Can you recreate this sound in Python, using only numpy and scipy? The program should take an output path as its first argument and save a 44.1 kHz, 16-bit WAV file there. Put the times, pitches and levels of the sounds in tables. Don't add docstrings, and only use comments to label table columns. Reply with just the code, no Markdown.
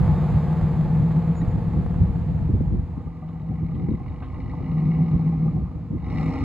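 import sys
import numpy as np
from scipy import signal
from scipy.fft import rfft, irfft, next_fast_len
from scipy.io import wavfile
from scipy.ndimage import uniform_filter1d

SR = 44100
rng = np.random.default_rng(int(sys.argv[2]) if len(sys.argv) > 2 else 0)


def master(y):
    cut = np.clip(np.atleast_2d(y).T, -1, 1)
    pcm = np.round(cut * 32767)
    wavfile.write(sys.argv[1], SR, pcm.astype(np.int16))


N = 284004
TIME = np.arange(N) / SR

# time in seconds, four-stroke cycles per second.
ENGINE_SPEED = [(0, 7.15), (.75, 7.15), (1.45, 8.12), (1.9, 8.26), (2.3, 7.7), (2.7, 5.91), (3.05, 5.62),
                (3.45, 5.52), (3.75, 5.66), (4.1, 5.93), (4.35, 6.43), (4.6, 6.81), (4.9, 7.65),
                (5.15, 7.81), (5.45, 7.42), (5.75, 6.51), (5.98, 5.98), (6.12, 6.6), (6.26, 7.99),
                (6.44, 7.94)]
# time in seconds, level in dB.
THROTTLE_LEVEL = [(2.7, -96), (2.95, -65.5), (3.5, -64), (3.8, -63.5), (4.15, -63), (4.9, -58.5),
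                  (5.5, -60), (5.7, -66), (5.9, -70.5), (6.02, -64.5), (6.1, -56.5), (6.2, -54),
                  (6.44, -54.5)]
# frequency in Hz, relative level in dB.
WHITE = [(30, 0), (15000, 0)]
IDLE_CYCLES_PER_S, CLOSED_THROTTLE_DB = 5.5, -65
START_M, HALT_M, HALT_S = 8.9, 14.2, 3.12
VALVE_LAG_S = .009


def from_db(db):
    return 10 ** (np.asarray(db) / 20)


def rms_one(x):
    return x / np.sqrt(np.mean(x ** 2) + 1e-20)


def in_time(rows):
    s, *columns = np.transpose(rows)
    return [np.interp(TIME, s, column) for column in columns]


def at_hz(points, hz):
    knots, values = np.transpose(points)
    return np.interp(np.log(hz + 1e-3), np.log(knots), values)


def band(x, low_hz, high_hz):
    return signal.sosfilt(signal.butter(2, [low_hz, high_hz], "band", fs=SR, output="sos"), x)


def evened(x, low_hz, high_hz, seconds):
    power = np.mean(np.atleast_2d(band(x, low_hz, high_hz)) ** 2, axis=0)
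    size = int(seconds * SR)
    smooth_power = uniform_filter1d(uniform_filter1d(power, size), size)
    return x / np.sqrt(smooth_power + 1e-20)


def noise(colour, gate=1):
    # frequency in Hz, likeness from 0 to 1.
    likeness = [(30, 0.59), (80, .93), (163, 0.65), (290, .8), (600, 0.92), (1100, 1), (2080, 1), (4000, 1),
                (4700, 0.67), (5300, 0.54), (6200, 0.39), (7200, 1), (8000, .7), (9000, 1), (12000, .9)]
    size = next_fast_len(N + 4096)
    hz = np.fft.rfftfreq(size, 1 / SR)
    mid, side = rfft(rng.standard_normal((2, N)) * gate, size) * from_db(at_hz(colour, hz))
    alike = np.clip(at_hz(likeness, hz), 0, .995)
    spectrum = np.sqrt(1 + alike) * mid + np.sqrt(1 - alike) * side * [[1], [-1]]
    return rms_one(irfft(spectrum, size)[:, :N])


def resonate(x, modes):
    out = 0
    for hz, width_hz, db in modes:
        r = np.exp(-np.pi * width_hz / SR)
        feed = [(1 - r * r) / 2, 0, (r * r - 1) / 2]
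        ringing = [1, -2 * r * np.cos(2 * np.pi * hz / SR), r * r]
        out = out + from_db(db) * signal.lfilter(feed, ringing, x + 1e-18)
    return out


def ring_steeply(x, hz, width_hz, db):
    return resonate(resonate(x, [(hz, width_hz, db)]), [(hz, width_hz, 0)])


def swell(s, half):
    return np.exp(-.5 * ((TIME - s) / half) ** 2)


def placed(x, pan_db):
    return x * from_db([[pan_db / 2], [-pan_db / 2]])


def roadside(x, db=-18.5):
    out = x.copy()
    for k, lag_s in enumerate([.0137, .0291, .0523]):
        lag = int(lag_s * SR)
        out[:, lag:] += from_db(db - 2 * k) * x[:, :-lag]
    return out


def road_speed():
    return np.clip(1 - TIME / HALT_S, 0, 1)


def nearness():
    return HALT_M / (HALT_M - (HALT_M - START_M) * road_speed() ** 2)


def crank_turns(start_turn=.48):
    return start_turn + np.cumsum(in_time(ENGINE_SPEED)[0]) / SR


def octaves_above_idle():
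    return np.log2(in_time(ENGINE_SPEED)[0] / IDLE_CYCLES_PER_S)


def firings(uneven_db, jitter_ms, pipe_delays=True):
    # strength in dB, lateness at the tailpipe in milliseconds.
    cylinders = [(-2, 0.63), (2.5, 1.88), (-0.9, 3), (3, 0.39), (2.5, 2.5), (-4.5, 2.5), (2, 1.5), (2, 5)]
    turns = crank_turns()
    count = np.arange(np.ceil(turns[0] * len(cylinders)), turns[-1] * len(cylinders)).astype(int)
    db, late_ms = np.array(cylinders)[count % len(cylinders)].T
    chance = rng.standard_normal((len(count), 2))
    on_time = np.interp(count / len(cylinders), turns, TIME)
    s = on_time + (late_ms * pipe_delays + jitter_ms * chance[:, 0]) / 1000
    pulses = np.zeros(N)
    pulses[np.clip(s * SR, 0, N - 1).astype(int)] = from_db(db + uneven_db * chance[:, 1])
    return pulses


def varied(pulses, spread_db):
    out = pulses.copy()
    out[pulses > 0] *= from_db(spread_db * rng.standard_normal(np.count_nonzero(pulses)))
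    return out


def puffs(pulses, decay_s):
    return rms_one(signal.lfilter([1], [1, -np.exp(-1 / (decay_s * SR))], pulses))


def pipe_gain(law):
    idle_db, throttle_share, db_per_octave, rolling_db = law
    throttle_db = np.maximum(in_time(THROTTLE_LEVEL)[0] - CLOSED_THROTTLE_DB, 0)
    engine_db = idle_db + throttle_share * throttle_db + db_per_octave * octaves_above_idle()
    return nearness() * from_db(engine_db + rolling_db * np.sqrt(road_speed()))


def exhaust(pulses):
    # frequency in Hz, width in Hz, relative strength in dB.
    drone_modes = [(60, 5.6, -29.5), (105, 14, -29), (160.6, 12.6, 12), (174, 5.4, -19.5)]
    growl_modes = [(236.6, 4.4, -3.5), (262.3, 9.6, 1.5), (294.3, 7, -3.5), (345, 20, -15)]
    bark_modes = [(464.4, 5.4, -1.1), (494.3, 6.7, 0.7)]
    # time in seconds, level in dB before throb and trim.
    drone_level = [(0, -20), (0.75, -20.5), (1.05, -17), (1.5, -25), (2.6, -27), (3.0, -38.5),
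                   (3.65, -25.5), (4.25, -45), (4.58, -35.5), (4.7, -23.5), (4.87, -18.5), (5.5, -20),
                   (5.7, -33.5), (6.05, -37), (6.22, -20), (6.44, -43.5)]
    # engine cycles per second, depth in dB.
    throb_depth = [(7.45, 1.2), (7.8, 4.2)]
    # dB at idle, share of the throttle's rise,
    # dB per octave of engine speed, dB added at the starting road speed.
    growl_law = (-47.5, 1.03, 11.5, -2)
    bark_law = (-57, .5, 8.5, 8.5)
    depth_db = np.interp(in_time(ENGINE_SPEED)[0], *np.transpose(throb_depth))
    throb_db = depth_db * np.cos(2 * np.pi * crank_turns())
    turbulence = noise(WHITE, puffs(pulses, decay_s=0.012))
    smooth_flow = rms_one(pulses) + from_db(-17) * turbulence
    rough_flow = rms_one(pulses) + from_db(-5) * turbulence
    drone = evened(band(resonate(smooth_flow, drone_modes), 45, 225), 140, 190, .16)
    growl = band(band(resonate(rough_flow, growl_modes), 205, 385), 205, 385)
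    growl = evened(growl, 220, 390, .16)
    bark = evened(band(resonate(rough_flow, bark_modes), 440, 540), 450, 520, .16)
    lows = drone * from_db(in_time(drone_level)[0] + throb_db - 1.48) + growl * pipe_gain(growl_law)
    return placed(lows, pan_db=0.65) + placed(bark * pipe_gain(bark_law), pan_db=-0.5)


def tyres():
    # frequency in Hz, relative level in dB per Hz.
    tyre_colour = [(150, -15.5), (290, -9), (350, 6.5), (410, -7.5), (620, -2), (740, 1.5), (785, -3),
                   (850, 3), (960, -6), (1150, -6), (1450, -15.5), (2000, -16.5), (2900, -27.5),
                   (4100, -30), (5200, -35.5), (6200, -40.5), (7200, -37), (9000, -43), (11000, -42.5),
                   (15000, -49)]
    start_db, speed_power = -37.5, 0.57
    grit = (rng.random(N) < 300 / SR) * np.minimum(rng.exponential(3.2, N), 9)
    roar = evened(noise(tyre_colour, 1 + grit), 550, 1600, 0.22)
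    gain = from_db(start_db) * road_speed() ** speed_power * nearness() * START_M / HALT_M
    return placed(roar * gain, pan_db=-0.2)


def fan():
    # frequency in Hz, relative level in dB per Hz.
    fan_colour = [(350, -11.5), (820, -2), (1450, -17.5), (2200, -14), (3300, -28.5), (4200, -25.5),
                  (5300, -29), (6000, -39), (9000, -43), (14000, -53.5)]
    idle_db, db_per_octave = -62, 12.5
    gain = from_db(idle_db + db_per_octave * octaves_above_idle())
    return placed(noise(fan_colour) * gain, pan_db=0.0)


def wind(steady_db=4.5):
    # frequency in Hz, relative level in dB per Hz.
    wind_colour = [(20, -37), (32, -19), (48, -7.5), (70, -3.5), (110, -7), (170, -12.5), (260, -28.5),
                   (500, -45), (1500, -77), (6000, -115)]
    buffet_colour = [(30, -15), (70, 1.5), (130, 4.5), (230, 2), (330, -7.5), (450, -17.5), (580, -30),
                     (1500, -59.5), (6000, -100)]
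    # time in seconds, level in dB before steady_db is added.
    wind_level = [(0.05, -24.5), (0.3, -35), (0.85, -33.5), (1.35, -35.5), (1.7, -32.5), (1.95, -33),
                  (2.3, -31.5), (2.7, -29.5), (2.9, -37), (3.15, -44.5), (3.4, -44), (3.6, -38),
                  (3.95, -42), (4.4, -36.5), (5.1, -39), (5.65, -37.5), (5.87, -42.5), (6.1, -34),
                  (6.4, -36.5)]
    # peak in seconds, level in dB, half length in seconds, share of sharp eddies from 0 to 1.
    gusts = [(0.346, -19, .03, .14), (0.638, -21, 0.02, 0.1), (1.006, -21.5, .018, 0.06),
             (1.428, -18, .012, 0.5), (1.482, -20.5, 0.015, .05), (1.574, -21.5, 0.027, 0.5),
             (1.771, -20, 0.023, 0.5), (1.851, -22, .018, 0.2), (2.012, -17, 0.033, 0),
             (2.098, -17.5, 0.0098, .05), (2.418, -21.5, 0.011, 0.3), (2.504, -18, 0.008, 1),
             (2.551, -12.5, .012, 0.4), (2.611, -10.5, 0.0054, 0.58), (2.739, -18, 0.025, 0.4),
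             (2.792, -21, .013, 0), (2.981, -24, 0.0092, .5), (3.012, -33.5, 0.0046, 1),
             (3.072, -21, .006, .57), (3.509, -22.5, 0.015, .65), (3.63, -22.5, .01, .65),
             (3.754, -25.5, 0.014, 0.8), (3.823, -29.5, 0.052, 0.93), (3.846, -22.5, .007, 0.85),
             (3.892, -18, .005, 0.7), (3.917, -21, 0.0083, 0.99), (3.947, -18.5, .008, 0.5),
             (4.014, -25.5, .008, 0.5), (4.095, -29.5, 0.021, 0.09), (4.459, -28.5, 0.018, 0.2),
             (4.614, -24, 0.0072, 1), (5.151, -16, .01, 0.2), (5.472, -23.5, 0.0088, 1),
             (5.569, -26, .022, 1), (5.631, -25, 0.022, .3), (5.762, -23, 0.0077, 0.2),
             (5.911, -24, 0.0061, 0.7), (5.948, -24, .02, 0.97), (6.44, -16.5, 0.018, 0.38)]
    low, sharp = from_db(in_time(wind_level)[0] + steady_db), 0
    for s, db, half, share in gusts:
        gust = from_db(db) * swell(s, half)
        share = np.clip(share, 0, 1)
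        low = np.hypot(low, (1 - share) * gust)
        sharp = sharp + share * gust
    rumble = low * evened(noise(wind_colour), 27, 105, 0.12)
    eddies = sharp * evened(noise(buffet_colour), 40, 500, 0.025)
    return placed(rumble + eddies, pan_db=0.3)


def open_air():
    # frequency in Hz, relative level in dB per Hz.
    air_colour = [(100, 0), (400, -11.5), (1000, -9.5), (1600, -20.5), (2400, -25.5), (3500, -34.5),
                  (5500, -39.5), (7300, -39), (14000, -48)]
    return from_db(-55.5) * noise(air_colour)


def brakes():
    # peak in seconds, level in dB, half length in seconds, frequency in Hz.
    squeaks = [(0.194, -65, 0.021, 3700), (1.385, -58.5, 0.017, 6920), (1.417, -47.5, 0.004, 1905),
               (1.418, -59.5, 0.004, 3840), (1.485, -68.5, 0.005, 6900), (1.516, -71, 0.008, 6940)]
    waver = np.cumsum(rng.standard_normal(N)) * 0.011
    out = 0
    for s, db, half, hz in squeaks:
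        tone = np.sqrt(2) * np.sin(2 * np.pi * hz * TIME + waver)
        out = out + from_db(db) * swell(s, half) * tone
    return placed(out, pan_db=3.5)


def rasp(pulses, steady=0.39):
    # frequency in Hz, width in Hz, relative strength in dB.
    rasp_modes = [(623.5, 29, 10), (756.4, 48, 12), (805.5, 66, 11.5), (877, 46, 7.5), (1065, 33, 10.5),
                  (1200, 70, 6.5), (1285, 25, 2)]
    closed_db, throttle_share, spread_db = -54, 0.92, 4.2
    turbulence, out = noise(WHITE), 0
    for mode in rasp_modes:
        uneven = varied(pulses, spread_db)
        gas = turbulence * (steady + puffs(uneven, decay_s=.0045)) + from_db(-8) * rms_one(uneven)
        out = out + ring_steeply(gas, *mode)
    db = closed_db + throttle_share * (in_time(THROTTLE_LEVEL)[0] - CLOSED_THROTTLE_DB)
    return placed(evened(roadside(out), 700, 1300, 0.2) * from_db(db), pan_db=0.0)


def raps():
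    # time in seconds, strength in dB.
    hard_firings = [(3.374, 3.5), (3.485, 3.5), (3.537, 4), (3.554, 3), (3.662, 4), (3.796, 6), (3.904, 5),
                    (3.949, 4.5), (4.062, 6), (4.08, 7), (4.243, 3.5), (4.343, 7), (4.402, 9.5), (4.458, 3),
                    (4.495, 8), (4.551, 4), (4.642, 4.5), (4.714, 2), (4.781, 6.5), (4.865, 4),
                    (4.914, 4.5), (4.963, 4), (5.081, 5.5), (5.223, 4), (5.273, 5), (5.437, 4.5),
                    (6.042, 4.5), (6.1, 6.5), (6.172, 5.5), (6.183, 4.5)]
    lead_s = .004
    even = np.sqrt(firings(uneven_db=3.0, jitter_ms=1.2, pipe_delays=False))
    out = np.roll(even, -int(lead_s * SR))
    for s, db in hard_firings:
        out[np.abs(TIME - s) < VALVE_LAG_S] = 0
        out[int(s * SR)] = from_db(db)
    return out


def clatter(steady=.06, grit=.9):
    # frequency in Hz, width in Hz, relative strength in dB.
    block_modes = [(1250, 150, -4), (2005, 110, 7), (2163, 200, 4), (2390, 43, -8.5), (2845, 150, -5.5),
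                   (3800, 150, -10), (4170, 170, -13), (5200, 410, -17.5)]
    # time in seconds, level in dB.
    clatter_level = [(2.7, -85), (2.9, -71.5), (3.5, -66.5), (3.7, -62.5), (4.15, -62), (4.45, -58.5),
                     (4.95, -57.5), (5.15, -60.5), (5.5, -72), (5.66, -78), (5.9, -80), (5.99, -66),
                     (6.09, -51.5), (6.18, -48.5), (6.26, -50), (6.44, -50.5)]
    decay_s, spread_db, bank_detune, valve_db = .0033, 2.0, .012, -10
    hits = raps()
    bank = np.cumsum(hits > 0) % 2
    grain, out = noise(WHITE), 0
    for side, detune in enumerate((1 - bank_detune, 1 + bank_detune)):
        own = hits * (bank == side)
        own = own + from_db(valve_db) * np.roll(own, int(VALVE_LAG_S * SR))
        for hz, width_hz, db in block_modes:
            blows = varied(own, spread_db)
            force = rms_one(blows) + grain * (grit * puffs(blows, decay_s) + steady)
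            out = out + ring_steeply(force, hz * detune, width_hz, db)
    rattle = roadside(band(out, 900, 7000), db=-18)
    return placed(evened(rattle, 1850, 2500, 0.2) * from_db(in_time(clatter_level)[0]), pan_db=0.0)


def knocks():
    # start in seconds, strength in dB, decay in seconds, lowest and highest frequency in Hz.
    knock_rows = [(3.289, -59.5, 0.011, 1480, 4000), (3.399, -47.5, 0.0046, 600, 1310),
                  (3.744, -59.5, 0.02, 1760, 4050), (3.886, -40.5, .006, 550, 1330),
                  (3.93, -40.5, 0.0056, 550, 1300), (4.06, -44, 0.0066, 650, 1370),
                  (4.22, -42, 0.022, 380, 1450), (4.225, -57, 0.043, 1510, 3600),
                  (4.342, -50, 0.0055, 915, 1400), (4.382, -36.5, 0.007, 447, 1090),
                  (4.534, -37, 0.0074, 600, 1140), (4.68, -42.5, 0.0068, 596, 1170),
                  (4.715, -36, 0.0052, 504, 1100), (5.08, -43, 0.0047, 655, 1250),
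                  (6.022, -44.5, .006, 550, 1300)]
    grain, out = rng.standard_normal(N), 0
    for s, db, decay, low_hz, high_hz in knock_rows:
        burst = grain * (TIME >= s) * np.exp(-np.minimum(np.abs(TIME - s) / decay, 20))
        knock = band(band(burst, low_hz, high_hz), low_hz, high_hz)
        makeup = np.sqrt(SR / 2 / (high_hz - low_hz))
        out = out + from_db(db) * makeup * knock
    return placed(out, pan_db=0.5)


def rush(pulses, steady=.8):
    # frequency in Hz, relative level in dB per Hz.
    rush_colour = [(350, -8), (470, 5.5), (570, -6.5), (700, -11.5), (732, 1), (850, 0.5), (996, -7.5),
                   (1050, -1.5), (1210, -2), (1350, -7.5), (1450, -22.5), (1590, -25), (2150, -5),
                   (2700, -21), (3350, -33), (4150, -24), (4800, -32.5), (5300, -23), (6000, -36),
                   (7300, -35.5), (9000, -40.5), (14000, -51.5)]
    open_db, open_throttle_db, db_per_throttle_db = -40.5, -53.5, 2.5
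    db = open_db + db_per_throttle_db * (in_time(THROTTLE_LEVEL)[0] - open_throttle_db)
    gulps = noise(rush_colour, steady + puffs(pulses, decay_s=0.0053))
    return placed(evened(band(gulps, 420, 15000), 420, 3000, .2) * from_db(db), pan_db=-0.3)


def ports(x, response):
    size = next_fast_len(N + 4096)
    hz, table = np.fft.rfftfreq(size, 1 / SR), np.array(response)
    level_db, phase = at_hz(table[:, :2], hz), at_hz(table[:, ::2], hz)
    half = from_db(level_db / 2) * np.exp(.5j * phase)
    return irfft(rfft(x, size) * [half, 1 / half], size)[:, :N]


def scene():
    pulses = firings(uneven_db=1.0, jitter_ms=.18)
    engine = exhaust(pulses) + fan() + rasp(pulses) + clatter() + rush(pulses)
    return engine + tyres() + wind() + open_air() + brakes() + knocks()


def record(dry):
    # frequency in Hz, left minus right in dB,
    # phase lead of the left in radians.
    ports_ahead = [(30, 0, 0), (400, 0, -.25), (1000, -2.2, -.05), (2000, 0, 0), (4100, 2, 0),
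                   (4600, 2.8, -.8), (5200, 2.8, -2.4), (5900, 0, -2.9), (6300, -.6, -6), (7400, .5, -6.4),
                   (8500, 0, -9.3), (9400, 0, -9.5), (10500, 0, -12.5), (11700, 0, -12.6),
                   (12600, 0, -15.7)]
    ports_right = [(30, 0, 0), (160, .3, -.07), (400, .3, -.45), (950, -3.8, -.5), (1900, 0, -.62),
                   (3000, 4.8, -.65), (3700, 4.8, -.9), (4400, 7, -1.4), (5000, 4.8, -3), (5800, -.5, -4),
                   (6300, -1, -5.3), (7400, 1, -6.4), (8500, 0, -9.3), (9400, 0, -9.5), (10500, 0, -12.5),
                   (11700, 0, -12.6), (12600, 0, -15.7)]
    # time in seconds, share of the way from 0 to 1.
    bearing = [(.9, 0), (2.0, 1)]
    right = in_time(bearing)[0]
    heard = (1 - right) * ports(dry, ports_ahead) + right * ports(dry, ports_right)
    thinned = signal.sosfilt(signal.butter(2, 24, "high", fs=SR, output="sos"), heard)
    cutoff_hz = 15700
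    return signal.sosfilt(signal.ellip(10, .1, 80, cutoff_hz, fs=SR, output="sos"), thinned)


dry = scene()
out = record(dry)
master(out)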